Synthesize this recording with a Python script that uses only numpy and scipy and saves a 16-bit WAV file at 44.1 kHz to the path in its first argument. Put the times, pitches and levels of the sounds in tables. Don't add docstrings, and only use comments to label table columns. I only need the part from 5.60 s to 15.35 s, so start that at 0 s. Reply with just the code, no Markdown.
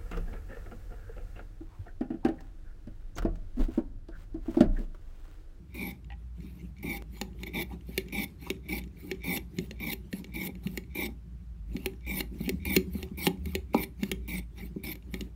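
import sys
import numpy as np
from scipy import signal
from scipy.fft import rfft, irfft, next_fast_len
from scipy.io import wavfile
from scipy.ndimage import uniform_filter1d, map_coordinates

SR = 44100
rng = np.random.default_rng(int(sys.argv[2]) if len(sys.argv) > 2 else 0)


def log_audio(samples):
    frames = np.atleast_2d(samples).T
    limited = np.clip(frames, -1, 1)
    pcm = np.round(limited * 32767).astype(np.int16)
    wavfile.write(sys.argv[1], SR, pcm)


N = 429975

# start and end in seconds, then force, mid-stroke hiss and hiss rise in dB.
CUT_STROKES = [(0.143, .32, -43.5, -51, -1), (1.227, 1.379, -41.5, -48, 6), (1.862, 1.88, -43, -51, 2),
               (1.935, 2.029, -37.5, -45.5, 12), (2.524, 2.648, -37.5, -44.5, 6),
               (3.086, 3.196, -40, -45, 4), (3.639, 3.779, -38, -41.5, 10), (4.2, 4.336, -40.5, -44, 17),
               (4.739, 4.878, -41.5, -45.5, 10), (5.35, 5.472, -38, -42.5, 1),
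               (6.465, 6.611, -41, -42, 18.5), (7.051, 7.171, -38, -40.5, 16),
               (7.574, 7.679, -44.5, -40, 21), (8.134, 8.245, -42.5, -44.5, 11.5),
               (8.678, 8.798, -42.5, -46, 0), (9.235, 9.334, -45, -43.5, 2)]
# start and end in seconds, force in dB.
RETURN_STROKES = [(0.797, 1.035, -69.5), (1.514, 1.652, -63), (1.78, 1.848, -64.5), (2.078, 2.15, -67),
                  (2.261, 2.422, -61.5), (2.803, 2.921, -57), (3.376, 3.527, -59.5), (3.945, 4.075, -60),
                  (4.513, 4.611, -55), (5.023, 5.185, -60), (6.129, 6.27, -60), (6.788, 6.893, -53),
                  (7.31, 7.454, -55), (7.837, 7.959, -57.5), (8.395, 8.508, -57), (8.96, 9.08, -59),
                  (9.51, 9.63, -58.5)]
# frequency in Hz, bandwidth in Hz, gain in dB.
TRAY_MODES = [(184.5, 34.4, 4), (221, 87, -1), (281, 50, -2), (380, 24, -3), (534, 160, -15.5),
              (615, 127, -17.5), (810, 46, -5), (974, 44, -9.5), (1220, 120, -14.5)]
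CUTTING_BLADE_MODES = [(2035, 170, -6.5), (2290, 125, 5.5), (2386, 57, -1), (2750, 1000, -37),
                       (3575, 71, -6), (3740, 85, -7.5), (4250, 93, -19.5), (5455, 480, -19.5)]
FREE_BLADE_MODES = [(1830, 184, 0), (2227, 177, 8.5), (2808, 170, 5), (3273, 74, -1), (3530, 68, 1),
                    (3740, 200, -1), (4220, 88, 3.5), (4790, 230, -9), (5500, 200, -5), (6380, 330, -10.5),
                    (7064, 234, -5), (8280, 140, -15)]
# frequency in Hz, gain in dB.
HISS_SPECTRUM = [(2650, -14), (4500, -5), (4850, -16), (5510, -8.5), (6220, -20), (6740, -17), (7490, -19),
                 (8330, -8.5), (10200, -10), (11600, 2), (12900, -7), (14600, 1.5), (15500, -3),
                 (16000, -10.5)]


def amp(db):
    return 10 ** (np.asarray(db) / 20)

def unit(x):
    return x / np.sqrt(np.mean(x ** 2) + 1e-20)

def along(points, hz):
    f, v = np.transpose(points)
    return np.interp(np.log(hz + 1), np.log(f + 1), v)

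def wobble(rate):
    knots = rng.standard_normal(int(N * rate / SR) + 4)
    return map_coordinates(knots, [np.arange(N) * rate / SR])

def gate(t, start, end, rise, fall):
    return np.clip((t - start) / rise + .5, 0, 1) * np.clip((end - t) / fall + .5, 0, 1)

def add(track, start, sound):
    part = track[max(round(start * SR), 0):][:len(sound)]
    part += sound[:len(part)]

def filtered(x, response):
    size = next_fast_len(len(x) + SR // 4)
    return irfft(rfft(x, size) * response(np.fft.rfftfreq(size, 1 / SR)), size)[:len(x)]

def coloured(x, spectrum):
    return filtered(x, lambda hz: amp(along(spectrum, hz)))

def rung(x, modes):
    def peak(f, centre, width):
        return 1j * f * width / (centre ** 2 - f * f + 1j * f * width)
    return filtered(x, lambda f: sum((-1) ** k * amp(db) * peak(f, hz, width) * peak(f, hz, hz)
                                     for k, (hz, width, db) in enumerate(modes)))

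def struck(blow, modes, scatter_db):
    ring = rung(blow, [(hz, width, db + scatter_db * rng.standard_normal()) for hz, width, db in modes])
    return ring / np.abs(ring).max()

def fibres(rate, spread_db):
    impulses = (rng.random(N) < rate / SR) * rng.standard_normal(N)
    return unit(impulses * amp(spread_db * rng.standard_normal(N)))

def patchy(x, depth_db):
    spectra = signal.stft(x, nperseg=512)[2]
    field = uniform_filter1d(rng.standard_normal(spectra.shape), size=5, axis=0)
    field = uniform_filter1d(field, size=7, axis=1)
    return unit(signal.istft(spectra * amp(depth_db * unit(field)), nperseg=512)[1][:N])

def background(hum_hz=58, hum_db=-47, rumble_db=-48, air_db=-52, swell_width_hz=12):
    # start and end in seconds, pitch in Hz, level in dB.
    swell_events = [(5.935, 6.302, 49, -44.5), (6.447, 7.059, 57, -42.5), (6.902, 8.05, 73.2, -42.5)]
    # frequency in Hz, gain in dB.
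    air_spectrum = [(20, -17), (100, -0.5), (180, -2), (280, -39.5), (500, -33.5), (1300, -35.5),
                    (2600, -42.5), (5000, -47), (9000, -52.5), (16000, -57)]
    rumble_spectrum = [(25, -46.5), (40, -23), (50, -8), (57, 5.5), (64, -2.5), (75, -5.5),
                       (90, -11.5), (130, -46), (300, -66)]
    def band(hz):
        noise = rng.standard_normal(N)
        return unit(filtered(noise, lambda f: np.exp(-(2 * (f - hz) / swell_width_hz) ** 2)))
    t = np.arange(N) / SR
    hum = np.sqrt(2) * np.sin(2 * np.pi * np.cumsum(hum_hz + 2.58 * wobble(3.7)) / SR)
    rumble = unit(coloured(rng.standard_normal(N), rumble_spectrum))
    swells = sum(amp(db) * gate(t, start, end, rise=.052, fall=.052) * band(hz)
                 for start, end, hz, db in swell_events)
    air = unit(coloured(rng.standard_normal(N), air_spectrum))
    return amp(hum_db) * hum + amp(rumble_db) * rumble + swells + amp(air_db) * air

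def reverberation(x, delay_s=.007):
    # frequency in Hz, time to fall 60 dB in seconds.
    decay_times = [(150, 0.46), (400, 0.23), (2500, 0.18), (11000, 0.25), (16000, 0.11)]
    out, block = np.zeros(N), SR // 3
    for first in range(0, N, block):
        hz, t, spectra = signal.stft(rng.standard_normal(SR // 2), SR, nperseg=256)
        decay = amp(-60 * t / along(decay_times, hz)[:, None])
        tail = signal.istft(spectra * decay, SR, nperseg=256)[1]
        echo = signal.fftconvolve(x[first:first + block], tail / np.linalg.norm(tail))
        add(out, first / SR + delay_s, echo)
    return coloured(out, [(200, -11), (1000, -10.5), (3000, -20), (12000, -21)])

def tick(start=1.4233, peak_db=-32, t60=.0073):
    out, t = np.zeros(N), np.arange(SR // 20) / SR
    add(out, start, -amp(peak_db - 60 * t / t60))
    return out

def handling(rest_db=-60, cut_db=-49, return_db=-46, follow=.46):
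    # frequency in Hz, gain in dB.
    murmur_spectrum = [(80, -50), (130, -17.5), (180, 10.5), (235, -6.5), (300, -1.5), (375, -5.5),
                       (470, -20), (820, -30), (1400, -35.5), (2300, -29.5), (4500, -40), (9000, -43)]
    t = np.arange(N) / SR
    level = np.full(N, amp(rest_db))
    for strokes, swing_db in ((CUT_STROKES, cut_db), (RETURN_STROKES, return_db)):
        mean_force = np.mean([row[2] for row in strokes])
        for start, end, force, *_ in strokes:
            swing = gate(t, start - .041, end + .075, rise=.2, fall=.2)
            level = np.maximum(level, amp(swing_db + follow * (force - mean_force)) * swing)
    level *= amp(3 * wobble(22))
    return level * patchy(coloured(rng.standard_normal(N), murmur_spectrum), depth_db=4.5)

def crumbs(rate=4, level_db=-53, spread_db=3, contact_t60=.012):
    out, t = np.zeros(N), np.arange(SR // 16) / SR
    for start, end, *_ in CUT_STROKES + RETURN_STROKES:
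        for when, chance in rng.random((3, 2)):
            if chance < rate * (end - start):
                grain = rng.standard_normal(len(t)) * amp(-60 * t / contact_t60)
                gain = amp(level_db + spread_db * rng.standard_normal())
                ring = struck(grain, FREE_BLADE_MODES, scatter_db=5)
                add(out, start + 2 * when * (end - start), gain * ring)
    return out

def pencil(contact_t60=.033):
    # time in seconds, peak in dB.
    impacts = [(0.502, -39), (.52, -40), (0.533, -46)]
    # frequency in Hz, bandwidth in Hz, gain in dB.
    pencil_modes = [(811, 30, 10), (1910, 110, -1), (2450, 300, -5.5), (2800, 480, -7)]
    out, t = np.zeros(N), np.arange(SR // 8) / SR
    for start, db in impacts:
        blow = rng.standard_normal(len(t)) * amp(-60 * t / contact_t60)
        add(out, start, amp(db) * struck(blow, pencil_modes, scatter_db=0))
    return out

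def knocks(grit_db=-20, grit_t60=.053):
    # time in seconds, peak in dB, contact time in seconds.
    blows = [(.843, -36, 0.0067), (1.243, -26.5, 0.0021), (2.288, -33.5, 0.0022), (3.982, -23.5, 0.0034),
             (4.531, -24.5, 0.0026), (4.89, -32.5, 0.0014), (5.057, -23, 0.0074), (5.486, -33, 0.0019),
             (6.148, -23.5, 0.0041), (6.804, -23.5, 0.0022), (6.876, -23, 0.0021), (7.166, -14.5, 0.0042),
             (7.349, -24.5, 0.002), (7.511, -31.5, 0.0029), (7.669, -14, 0.003), (7.863, -27.5, 0.0031),
             (8.145, -11.5, 0.00097), (8.426, -19, 0.0036), (9.161, -25.5, 0.0024), (9.532, -30.5, 0.0067)]
    out, t = np.zeros(N), np.arange(SR // 4) / SR
    for when, db, contact_s in blows:
        push = np.sin(np.pi * np.clip(t / contact_s, 0, 1)) ** 2
        grit = amp(grit_db - 60 * t / grit_t60) * rng.standard_normal(len(t))
        add(out, when - contact_s / 2, amp(db) * struck(push + grit, TRAY_MODES, scatter_db=2.5))
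    return out

def clicks(crack_db=12, arm_db=-5, chatter_db=-20, chatter_t60=.021, crack_t60=.017):
    # time in seconds, level in dB, relative treble in dB.
    snaps = [(1.613, -21, -15.5), (1.8324, -28, -17), (2.377, -16, -13.5), (2.4838, -39.5, -24),
             (2.9015, -17.5, -19.5), (3.2375, -42.5, -27), (3.5131, -21, -25.5), (3.7723, -25.5, -22),
             (3.9855, -24, -26), (4.1096, -30, -29), (4.3306, -26.5, -14), (4.5275, -29, -18),
             (4.6426, -35.5, -24), (4.871, -36, -32), (4.9521, -45, -22), (5.07, -30, -18),
             (5.1738, -21.5, -18), (6.1648, -30.5, -25), (6.2587, -18, -11), (6.6053, -21, -16.5),
             (6.8918, -17.5, -14), (7.0524, -31.5, -6), (7.1637, -9.5, -16), (7.4282, -27, -20),
             (7.6672, -11, -19.5), (7.856, -35.5, -7.5), (7.9509, -18, -16.5), (8.1444, -26.5, -35),
             (8.2345, -28.5, -9), (8.4322, -24, -16.5), (8.5145, -18, -13.5), (9.354, -39, -13),
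             (9.5402, -26, -19), (9.6078, -27, -21)]
    # frequency in Hz, gain in dB.
    crack_spectrum = [(3000, -62), (7500, -20), (9600, -10.5), (10500, -5.5), (11400, -14), (12500, -11.5),
                      (13600, 1), (14600, -14), (16500, 2)]
    # frequency in Hz, bandwidth in Hz, gain in dB.
    arm_modes = [(198.5, 48, -0.5), (244, 300, -7.5), (379, 24, 6.5), (525, 76, -14.5), (559, 170, -33),
                 (813, 63, -17.5), (1258, 36, -25.5)]
    out, t = np.zeros(N), np.arange(SR // 8) / SR
    impulse = t == 0
    for when, db, treble_db in snaps:
        chatter = amp(chatter_db - 60 * t / chatter_t60) * rng.standard_normal(len(t))
        crack = unit(coloured(rng.standard_normal(len(t)), crack_spectrum)) * amp(-60 * t / crack_t60)
        ring = struck(impulse + chatter, FREE_BLADE_MODES, scatter_db=2)
        hollow = amp(arm_db) * struck(impulse, arm_modes, scatter_db=4.5)
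        add(out, when + .0007, amp(db) * (ring + hollow + amp(treble_db + crack_db) * crack))
    return out

def brushing(grit_db=-1, sing_db=-4, tray_db=1, hiss_db=-.5, catch_db=6.5):
    t = np.arange(N) / SR
    contact = sum(amp(force) * gate(t, start, end, rise=.05, fall=.03) ** 2
                  for start, end, force in RETURN_STROKES)
    blade = rung(fibres(rate=5000, spread_db=3), FREE_BLADE_MODES)
    grit = unit(coloured(blade, [(4000, -.5), (7000, -3)]))
    sing = unit(rung(fibres(rate=3300, spread_db=7.5), CUTTING_BLADE_MODES))
    hiss = unit(coloured(fibres(rate=8200, spread_db=6), HISS_SPECTRUM))
    tray = unit(rung(fibres(rate=1700, spread_db=7), TRAY_MODES))
    rub = sum(amp(db) * patchy(layer, catch_db)
              for db, layer in ((grit_db, grit), (sing_db, sing), (tray_db, tray)))
    rub *= amp(4.5 * wobble(25))
    return contact * (rub + amp(hiss_db) * patchy(hiss, depth_db=4))

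def grazing(level_db=-19, lead_s=.027, trail_s=.029):
    t = np.arange(N) / SR
    touch = sum(amp(force + level_db) * gate(t, start - lead_s, end + trail_s, rise=.091, fall=.036)
                for start, end, force, *_ in CUT_STROKES)
    unsteady = amp(3 * wobble(35))
    return touch * unsteady * unit(rung(fibres(rate=4600, spread_db=6.5), CUTTING_BLADE_MODES))

def chips(level_db=-6, tear_s=.019, follow=.42):
    t = np.arange(N) / SR
    tear = sum(amp(hiss + follow * rise + level_db) * gate(t, end - tear_s, end, rise=.0069, fall=.004)
               for _, end, _, hiss, rise in CUT_STROKES)
    ring = rung(fibres(rate=9000, spread_db=1.5), FREE_BLADE_MODES)
    return tear * unit(coloured(ring, [(2200, -2.5), (3600, 3.5), (6000, .5)]))

def seated(modes, detune=.0073, scatter_db=1):
    return [(hz * (1 + detune * rng.standard_normal()), width, db + scatter_db * rng.standard_normal())
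            for hz, width, db in modes]

def cuts(arch_db=6.5, grain_db=1.5, tray_db=1, edge_rise_db=8, hiss_curve=1.1, sag=.054,
         bite=1.15, bite_s=.008, reflection=.17, near_s=.00068, slide_s=.00044):
    # frequency in Hz, bandwidth in Hz, gain in dB.
    loaded_tray_modes = [(187.3, 41, 4), (309, 69, 0), (369.5, 66, -3), (510, 79, -14), (614, 52, -15),
                         (804, 26.7, -6), (915, 222, -19), (1175, 87, -24.5)]
    out = np.zeros(N)
    fractures = fibres(rate=11000, spread_db=.5) * amp(grain_db * (wobble(170) + .5 * wobble(40)))
    hiss = patchy(coloured(fractures, HISS_SPECTRUM), depth_db=6)
    for start, end, force, hiss_db, hiss_rise_db in CUT_STROKES:
        here = np.arange(int((start - .01) * SR), int((end + .05) * SR))
        travel = np.clip((here / SR - start) / (end - start), 0, 1)
        contact = gate(here / SR, start, end, rise=.003, fall=.012)
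        depth = contact * amp(arch_db * (np.sin(np.pi * travel) - 2 / np.pi))
        depth *= 1 + bite * np.exp(-travel * (end - start) / bite_s)
        delay_s = near_s + slide_s * travel
        reflected = map_coordinates(fractures[here], [np.arange(len(here)) - SR * delay_s])
        drive = depth * (fractures[here] + reflection * reflected)
        tray = coloured(rung(drive, seated(loaded_tray_modes)), [(1200, -26.5), (1450, -16)])
        steel = coloured(rung(drive, seated(CUTTING_BLADE_MODES)), [(1650, -11), (1980, -3.5)])
        upper_modes = filtered(steel, lambda hz: hz > 3000)
        steel += upper_modes * (amp(edge_rise_db * (travel - .5)) - 1)
        steel = map_coordinates(steel, [np.cumsum(1 + sag * (.5 - travel))])
        out[here] += np.sqrt(contact.mean()) * amp(force) * (amp(tray_db) * unit(tray) + unit(steel))
        climb_db = hiss_rise_db * (travel ** hiss_curve - .5 ** hiss_curve)
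        out[here] += contact * amp(hiss_db + climb_db) * unit(hiss[here])
    return out

def scene():
    tool = cuts() + chips() + grazing() + brushing() + clicks() + knocks() + pencil() + crumbs()
    return (tool + reverberation(tool) + handling() + background() + tick())[None]

def record(dry, top_hz=15750, fade_hz=60):
    return np.array([filtered(channel, lambda hz: .5 - .5 * np.tanh((hz - top_hz) / (2 * fade_hz)))
                     for channel in dry])


dry = scene()
out = record(dry)
log_audio(out)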